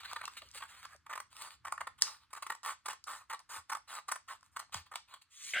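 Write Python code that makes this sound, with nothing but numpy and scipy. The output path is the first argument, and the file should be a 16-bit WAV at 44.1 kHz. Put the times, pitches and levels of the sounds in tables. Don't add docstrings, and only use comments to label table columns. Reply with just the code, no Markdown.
import sys
import numpy as np
from scipy import signal
from scipy.fft import rfft, irfft, next_fast_len
from scipy.io import wavfile
from scipy.ndimage import uniform_filter1d, map_coordinates

SR = 44100
rng = np.random.default_rng(int(sys.argv[2]) if len(sys.argv) > 2 else 0)


def ratio_of_db(decibels):
    return 10 ** (np.asarray(decibels, float) / 20)


def dump(signal):
    limited = np.clip(np.atleast_2d(signal).T, -1, 1)
    pcm = np.round(limited * 32767).astype(np.int16)
    wavfile.write(sys.argv[1], SR, pcm)


N = 246959


def unit(x):
    return x / np.sqrt(np.mean(x ** 2) + 1e-20)


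def along(points, hz):
    f, v = np.transpose(points)
    return np.interp(np.log(hz + 1), np.log(f + 1), v)


def gains(rows):
    s, *cols = np.transpose(rows)
    t = np.arange(N) / SR
    return ratio_of_db([np.interp(t, s, c, -150, -150) for c in cols])


def wobble(rate):
    knots = rng.standard_normal(int(N * rate / SR) + 4)
    return map_coordinates(knots, [np.arange(N) * rate / SR])


def filtered(x, response):
    m = next_fast_len(N + SR // 2)
    h = response(np.fft.rfftfreq(m, 1 / SR))
    h = h / np.sqrt(np.mean(abs(h) ** 2))
    return irfft(rfft(x, m) * h, m)[..., :N]


def causal(spectrum):
    def response(hz):
        cep = irfft(np.log(ratio_of_db(along(spectrum, hz))))
        cep[1:len(hz) - 1] *= 2
        cep[len(hz):] = 0
        return np.exp(rfft(cep))
    return response


def grit(rough_db, rate, patchy_db=4.0):
    z = signal.stft(rng.standard_normal(N), nperseg=512)[2]
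    field = uniform_filter1d(rng.standard_normal(z.shape), size=2, axis=0)
    field = uniform_filter1d(field, size=5, axis=1)
    noise = signal.istft(z * ratio_of_db(patchy_db * unit(field)), nperseg=512)[1][:N]
    noise = noise * ratio_of_db(rough_db * wobble(rate))
    power = abs(uniform_filter1d(noise ** 2, size=500))
    return noise / np.sqrt(power + 1e-12)


def crackle(size_db):
    snaps_per_s, decay_s, most_db = 90, 0.001, 20
    chance, size = rng.random(N), rng.exponential(size=N)
    snaps = (chance < snaps_per_s / SR) * size
    jumps = signal.lfilter([1], [1, -np.exp(-1 / (decay_s * SR))], snaps)
    return ratio_of_db(np.minimum(size_db * jumps, most_db))


def touch(t, rise_s):
    lead_in, lead_in_s = ratio_of_db(-22), 0.0051
    before = lead_in * np.exp(np.minimum(t, 0) / lead_in_s)
    rise = 1 - (1 - lead_in) * np.exp(-abs(t) / rise_s)
    return np.where(t < 0, before, rise)


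def strokes(rows, rise_s, arch_db, t60_s):
    lead = SR // 10
    env, t = np.zeros((3, N + SR)), np.arange(-lead, SR // 2) / SR
    for s, length, *dbs, sag_db in rows:
        u = 2 * np.clip(t / length, 0, 1) - 1
        after = np.maximum(t - length, 0)
        shape = touch(t, rise_s) * ratio_of_db(-arch_db * u ** 2 - sag_db * u / 2 - 60 * after / t60_s)
        env[:, round(s * SR):][:, :len(t)] += ratio_of_db(dbs)[:, None] * shape
    return env[:, lead:lead + N]


# start_s, level_db (before envelope and wobble),
# pitch_hz (once settled), t60_s
THUDS = [(0.417, -55.5, 538, 0.13), (.445, -67.5, 342, 0.11), (.46, -59, 65.4, 0.18),
         (.55, -54.5, 420, 0.076), (.63, -52.5, 594, 0.08), (0.946, -49.5, 492, 0.048),
         (3.563, -54, 260, 0.029), (3.578, -56, 76, 0.16), (4.748, -48, 130, 0.071), (4.754, -47, 80, 0.2)]


def bumps():
    drop, drop_s = 0.4, 0.015
    out, t = np.zeros(N + SR), np.arange(SR // 2) / SR
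    for s, db, hz, t60 in THUDS:
        wander = hz / 5000 * np.cumsum(rng.standard_normal(len(t)))
        settling = t - drop * drop_s * np.exp(-t / drop_s)
        envelope = ratio_of_db(db - 60 * t / t60) * (1 - np.exp(-t / 0.004))
        out[round(s * SR):][:len(t)] += envelope * np.sin(2 * np.pi * hz * settling + wander)
    return out[:N] * ratio_of_db(3.1 * wobble(79))


# frequency_hz, density_db
RUMBLE_SPECTRUM = [(20, -23.5), (40, -7.5), (60, 6.5), (85, 7), (110, 2), (200, -8.5), (310, -10.5),
                   (500, -28.5), (900, -120)]
# time_s, level_db
RUMBLE_COURSE = [(0.0, -75.5), (0.7, -76.5), (1.3, -76.5), (2.0, -79.5), (2.8, -82.5), (3.4, -80.5),
                 (4.2, -83), (4.9, -84), (5.6, -85.5)]
# frequency_hz, density_db
HUSH_SPECTRUM = [(200, -11.5), (600, -14.5), (1200, 8.5), (2500, -1), (6000, -10.5), (12000, -20),
                 (16000, -34.5)]


def air():
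    common, opposed, hush_common = rng.standard_normal((3, N))
    rumble = filtered(common + 0.51 * np.array([opposed, -opposed]),
                      lambda hz: ratio_of_db(along(RUMBLE_SPECTRUM, hz)))
    hush = filtered(hush_common + 0.27 * rng.standard_normal((2, N)),
                    lambda hz: ratio_of_db(along(HUSH_SPECTRUM, hz)))
    return gains(RUMBLE_COURSE) * ratio_of_db(2.0 * wobble(2.2)) * rumble + ratio_of_db(-80.5) * hush + bumps()


# frequency_hz, t60_s
ROOM_DECAY = [(300, 0.2), (1200, 0.17), (5000, 0.28), (12000, 0.11)]
# frequency_hz, share
TAIL_COHERENCE = [(250, 0.15), (1000, 0.17), (2500, 0.24), (5500, 0.59), (12000, 1)]


def room(x):
    delay = 120
    out, step = np.zeros((2, N + SR)), SR // 4
    for i in range(0, N, step):
        hz, t, z = signal.stft(rng.standard_normal((3, SR // 2)), SR, nperseg=256)
        share = np.clip(along(TAIL_COHERENCE, hz), 0, 1)[:, None]
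        z = np.sqrt(share) * z[0] + np.sqrt(1 - share) * z[1:]
        z = z * ratio_of_db(-60 * t / along(ROOM_DECAY, hz)[:, None])
        tails = signal.istft(z, SR, nperseg=256)[1]
        tails = tails / np.linalg.norm(tails[0])
        wet = signal.fftconvolve(x[None, i:i + step], tails, axes=1)
        out[:, i + delay:][:, :wet.shape[1]] += wet
    return out[:, :N]


# frequency_hz, left_lead_rad
PORT_LEAD = [(0, -.4), (300, -1), (700, -.8), (1200, -.3), (1980, .5), (3700, 1.4), (5500, 3.14),
             (7000, 4.9), (8500, 6.28), (10100, 7.8), (11700, 9.42), (14000, 12), (16300, 14)]
# frequency_hz, left_minus_right_db
PORT_BALANCE = [(200, -1.5), (400, 4.5), (700, -1), (1300, -1.5), (4000, 0), (12000, 0)]


def ports(x):
    f, lead = np.transpose(PORT_LEAD)

    def half(hz):
        return ratio_of_db(along(PORT_BALANCE, hz) / 2) * np.exp(.5j * np.interp(hz, f, lead))

    left, right = filtered(x, lambda hz: np.array([half(hz), 1 / half(hz)]))
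    drift = 0.078 * wobble(3.256)
    return np.array([map_coordinates(left, [np.arange(N) + drift], order=5),
                     map_coordinates(right, [np.arange(N) - drift], order=5)])


# pitch_hz, width_hz (of the simple resonance), density_db
SHEET_MODES = [(420, 54, -31.5), (704, 310, -23), (919, 88, -4), (1147, 423, 3.5), (1421, 390, -10.5),
               (1734, 245, -7.5)]
# time_s, strength_db
LOW_MODE_COURSE = [(0.0, 0), (1.0, 8), (1.9, 6.5), (2.3, -3), (3.0, -2), (3.6, -1.5), (4.2, -3), (5.6, -4)]


def sheet(force):
    low_hz = 780
    pitches, widths, dbs = np.transpose(SHEET_MODES)
    weight = ratio_of_db(dbs) * np.sqrt(widths)
    shares = unit(weight) / np.sqrt(len(SHEET_MODES))
    slips = grit(1.94, 700, patchy_db=0.8)
    out = np.zeros(N)
    for hz, width, share in zip(pitches, widths, shares):
        def mode(f):
            return (1j * f * width / (hz * hz - f * f + 1j * f * width)) ** 1.772

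        grip = gains(LOW_MODE_COURSE)[0] if hz < low_hz else 1
        out += share * filtered(force * grip * ratio_of_db(2.78 * wobble(16)) * slips, mode)
    return out


# frequency_hz, density_db
CRUNCH_SPECTRUM = [(1500, -22.5), (2200, -0.5), (2900, 1), (3700, 1), (4600, 1), (5500, -19.5)]
# frequency_hz, density_db
HISS_SPECTRUM = [(3500, -29.5), (4800, -5), (5800, -5), (7000, -4), (8200, -1), (9300, -3), (10500, -5),
                 (12000, -14), (14000, -10), (16000, -23), (17000, -39)]


def fibres(crunch, hiss):
    coarse = filtered(crunch * grit(1.1, 500), causal(CRUNCH_SPECTRUM))
    fine = filtered(hiss * grit(2.1, 900), causal(HISS_SPECTRUM))
    return coarse + fine


# time_s, level_db
SCRAPE_COURSE = [(5.5345, -55), (5.536, -32), (5.541, -39.5), (5.555, -33.5), (5.566, -31), (5.6, -32)]
# frequency_hz, density_db
SCRAPE_SPECTRUM = [(250, -30), (450, -22.5), (620, -10), (900, -30.5), (1250, -15.5), (1600, 4), (1800, -3),
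                   (2050, 5), (2500, -7.5), (3000, -2), (3600, -15), (5000, -27), (8500, -60), (15500, -51)]


def sweep():
    scrape = gains(SCRAPE_COURSE)[0] * crackle(4) * grit(1.46, 350, patchy_db=2.5)
    return filtered(scrape, causal(SCRAPE_SPECTRUM))


# start_s, peak_db (nominal), knock_db (relative), length_ms
TICK_EVENTS = [(0.1133, -41, 1, 1.8), (0.127, -51.5, 17.5, 1.8), (0.2534, -31.5, -11, 2.5),
               (0.488, -46.5, -30, 1.8), (0.5133, -42, -29, 2), (0.8544, -35.5, 2.5, 0.73),
               (0.9626, -47, -12, 1.2), (2.0211, -7, -13.5, 1.8), (2.6319, -38.5, -4, 2),
               (2.8844, -33, -0.5, 3.1), (3.04, -36.5, -15, 2.9), (3.123, -59.5, -10, 2.2),
               (3.1336, -48.5, 14.5, 2.5), (3.3923, -43, -13.5, 2), (3.5616, -53.5, 8, 1.5),
               (4.409, -53, -8, 1.4), (4.4285, -54, 5.5, 2.8), (4.6949, -69.5, 21, 1.44),
               (4.743, -25, -18.5, 1), (4.9569, -27, -15, 0.65), (5.227, -73.5, -12, 2.2),
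               (5.5366, -45, -6.5, 1.5)]
# frequency_hz, density_db
CRACK_SPECTRUM = [(1500, -25), (3000, -15), (5000, 5), (7000, -1.5), (10500, -6.5), (12500, -12),
                  (16000, -33)]


def ticks():
    crest_db, t60_s = 8.5, 0.0034
    crack, knock, far = np.zeros((3, N + SR))
    t = np.arange(SR // 20) / SR
    for s, db, knock_db, ms in TICK_EVENTS:
        after = np.maximum(t - ms / 1000, 0)
        burst = ratio_of_db(db - crest_db - 60 * after / t60_s)
        start = round(s * SR)
        crack[start:][:len(t)] += burst
        knock[start:][:len(t)] += burst * ratio_of_db(knock_db)
        far[start] = np.linalg.norm(burst)
    colour = causal(CRACK_SPECTRUM)
    cracks = filtered(crack[:N] * rng.standard_normal(N), colour)
    return cracks, sheet(knock[:N]), filtered(far[:N], colour)


# start_s, length_s, rub_db, crunch_db, hiss_db, sag_db (fall over the move)
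FINGER_MOVES = [(0.0, 0.024, -52.5, -53.5, -60, 10), (.029, .012, -52, -54, -62.5, 2),
                (.046, 0.021, -46.5, -46.5, -58.5, 6.5), (.072, 0.062, -50.5, -53.5, -62, -4.5),
                (.176, 0.038, -57, -64.5, -67, -5), (.29, 0.092, -68, -66.5, -69.5, -3),
                (.37, 0.029, -58.5, -50.5, -56, 14.5), (.425, 0.17, -76.5, -74.5, -77.5, 26),
                (.535, 0.051, -55.5, -53, -54.5, -12), (.6, 0.078, -62.5, -63, -65.5, 6.5),
                (.68, 0.16, -59, -63.5, -65, 6.5), (.832, 0.031, -55.5, -58, -65, 1),
                (.878, 0.08, -59, -71, -69.5, 1.5)]
# frequency_hz, density_db
RUB_SPECTRUM = [(250, -33.5), (450, -27), (700, -14), (1200, 3.5), (1800, -2.5), (2400, -7), (3500, -39)]
# time_s, level_db
DRAW_COURSE = [(5.28, -100.5), (5.314, -65.5), (5.36, -59), (5.434, -49.5), (5.496, -45), (5.562, -51),
               (5.6, -51)]
# frequency_hz, density_db
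DRAW_SPECTRUM = [(250, -18.5), (500, -20.5), (800, -24), (1150, -1), (1500, -5.5), (1900, 2.5), (2600, 2),
                 (3600, 5.5), (5000, -0.5), (6500, 6), (8500, 3), (10500, -2), (12500, -8.5), (15500, -14)]


def handling():
    moves = strokes(FINGER_MOVES, rise_s=0.0023, arch_db=4, t60_s=0.043)
    rub, crunch, hiss = moves * crackle(5) * ratio_of_db(1.7 * wobble(88.33))
    rustle = filtered(rub * grit(1.43, 400), causal(RUB_SPECTRUM)) + fibres(crunch, hiss)
    drawn = gains(DRAW_COURSE)[0] * crackle(3) * grit(1.0, 370)
    return rustle + filtered(drawn, causal(DRAW_SPECTRUM))


# start_s, length_ms, ring_db, crunch_db, hiss_db
SHEET_JERKS = [(0.008, 1.5, -52, -48, -62), (0.0465, 1.2, -44, -42, -60), (0.1005, 1.5, -50, -48, -62),
               (0.161, 10.1, -35, -46.5, -55.5), (0.2132, 5.6, -39, -50, -55),
               (0.2314, 15, -45.5, -53.5, -61), (0.2552, 1.8, -57, -39, -51),
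               (0.2779, 5, -40.5, -45.5, -51), (0.3695, 1.2, -46, -42, -55), (0.4205, 1.3, -42, -43, -54),
               (0.607, 6.9, -48.5, -60, -71), (0.622, 7.9, -44.5, -53, -59), (0.6347, 5, -49, -56, -55.5),
               (1.0648, 5, -45.5, -61, -60.5), (1.0956, 26.6, -44.5, -67, -58.5),
               (1.129, 10.6, -37, -51.5, -52), (1.155, 8.4, -39.5, -54.5, -48.5),
               (1.1772, 2.5, -28.5, -50.5, -45), (1.2021, 3.8, -31, -53.5, -43.5),
               (1.65, 10.3, -39.5, -78, -54), (1.6688, 8.9, -41.5, -59.5, -55.5),
               (1.6811, 4, -37, -57, -51), (1.7236, 3.1, -28, -69.5, -39), (1.7792, 2.2, -33, -69.5, -52),
               (1.8065, 10.9, -33, -89.5, -51.5), (1.8711, 7.2, -38, -52.5, -52.5),
               (2.331, 6.9, -42, -55.5, -46.5), (2.3503, 4.2, -43, -52, -54),
               (2.3616, 22.3, -45.5, -61, -56.5), (2.4241, 10.4, -37.5, -46.5, -46.5),
               (2.4656, 7.1, -38.5, -51.5, -49.5), (2.4999, 7.4, -29.5, -45.5, -43),
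               (2.521, 5.1, -36, -54.5, -46), (2.5511, 2.9, -52, -57, -48), (2.858, 10.8, -38, -48.5, -44),
               (2.8825, 7.3, -31.5, -52, -44), (2.93, 8, -41, -64, -55), (3.2987, 19.6, -39.5, -55.5, -51),
               (3.3281, 9.9, -36.5, -52.5, -48.5), (3.3424, 8.2, -41.5, -52.5, -58),
               (3.563, 8, -48, -58, -58), (3.6967, 11, -39.5, -51, -47), (3.718, 18.4, -36, -56, -47),
               (3.75, 7, -35, -51.5, -46), (3.7711, 2.6, -39.5, -64, -49.5),
               (4.0831, 12.8, -38.5, -52, -46), (4.0998, 1.9, -43, -55.5, -76),
               (4.116, 10.2, -31, -44, -37), (4.1576, 6.6, -39, -56, -47), (4.564, 9.5, -37, -51, -46.5),
               (4.594, 8.6, -40.5, -52, -45), (4.9152, 14.3, -50.5, -69, -61.5),
               (4.9372, 6.5, -50, -56.5, -63), (4.9571, 2.96, -39, -37.5, -37.5),
               (5.1396, 8.2, -60, -57.5, -59)]


def jerks():
    accent, accent_s, rise_s = 0.17, 0.00052, 0.0018
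    t60_s, tail_db, tail_t60_s = 0.014, -28, 0.04
    lead = SR // 10
    env, t = np.zeros((3, N + SR)), np.arange(-lead, SR // 4) / SR
    for s, ms, *dbs in SHEET_JERKS:
        after = np.maximum(t - ms / 1000, 0)
        release = (1 + accent * np.exp(-abs(t) / accent_s)) * ratio_of_db(-60 * after / t60_s)
        tail = ratio_of_db(tail_db - 60 * after / tail_t60_s)
        shape = touch(t, rise_s) * (release + tail)
        start = round((s - rise_s) * SR)
        env[:, start:][:, :len(t)] += ratio_of_db(dbs)[:, None] * shape
    return env[:, lead:lead + N]


# start_s, length_s, ring_db, crunch_db, hiss_db, sag_db (fall over the stroke)
SLIDES_AND_RUSTLES = [(1.3, 0.054, -70.5, -67.5, -68, -6), (1.41, 0.019, -64, -50.5, -58.5, -1.5),
                      (1.348, .14, -50.5, -57, -56, -5.5), (1.495, 0.061, -63, -63, -63.5, 3),
                      (1.978, 0.021, -59.5, -60.5, -64, 4), (2.004, 0.016, -57.5, -56, -52, -20),
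                      (2.026, 0.19, -57, -61, -62.5, 32.5), (2.205, 0.048, -76, -72, -82, -1),
                      (2.302, 0.018, -62.5, -71, -71.5, 8), (2.63, 0.097, -44, -53, -49, -4.5),
                      (2.892, 0.037, -37.5, -49.5, -50.5, 8), (3.066, 0.14, -48.5, -57.5, -54, 12.5),
                      (3.2, 0.037, -57, -73, -72, 6), (3.392, 0.021, -54.5, -68, -66, 21),
                      (3.49, 0.11, -47, -56.5, -50.5, 4), (3.875, 0.12, -47, -54.5, -52.5, 0),
                      (4.276, 0.088, -53.5, -60.5, -58.5, 13.5), (4.432, .055, -76, -77.5, -75, 9),
                      (4.51, 0.038, -75.5, -90, -76, -8), (4.602, 0.051, -58.5, -69, -78.5, 27),
                      (4.722, 0.094, -49.5, -50.5, -54.5, 17), (4.855, 0.028, -65.5, -65, -75, 6),
                      (4.965, 0.04, -63, -70, -79.5, 20), (5.075, 0.097, -63.5, -65.5, -70.5, 0),
                      (5.212, 0.013, -71.5, -62, -64.5, -8)]


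def blades():
    catch = wobble(300)
    jerked = ratio_of_db(0.62 * catch) * jerks()
    slide = strokes(SLIDES_AND_RUSTLES, rise_s=0.0038, arch_db=8.5, t60_s=0.052) * crackle(4.5)
    slide = slide * ratio_of_db(np.array([[1.5], [1.2], [0.6]]) * catch)
    ring, crunch, hiss = jerked + slide
    return sheet(ring) + fibres(crunch, hiss)


def scene():
    crack, knock, far = ticks()
    near, scrape = blades() + handling() + knock, sweep()
    heard = ports(near + crack + ratio_of_db(-10.0) * room(near + far + scrape))
    scrape_ahead = scrape * ratio_of_db([[0.3], [-0.3]])
    return heard + scrape_ahead + air()


def roll_off(x):
    return signal.sosfilt(signal.butter(12, 16670, fs=SR, output="sos"), x)


def record(dry):
    return roll_off(dry)


dry = scene()
out = record(dry)
dump(out)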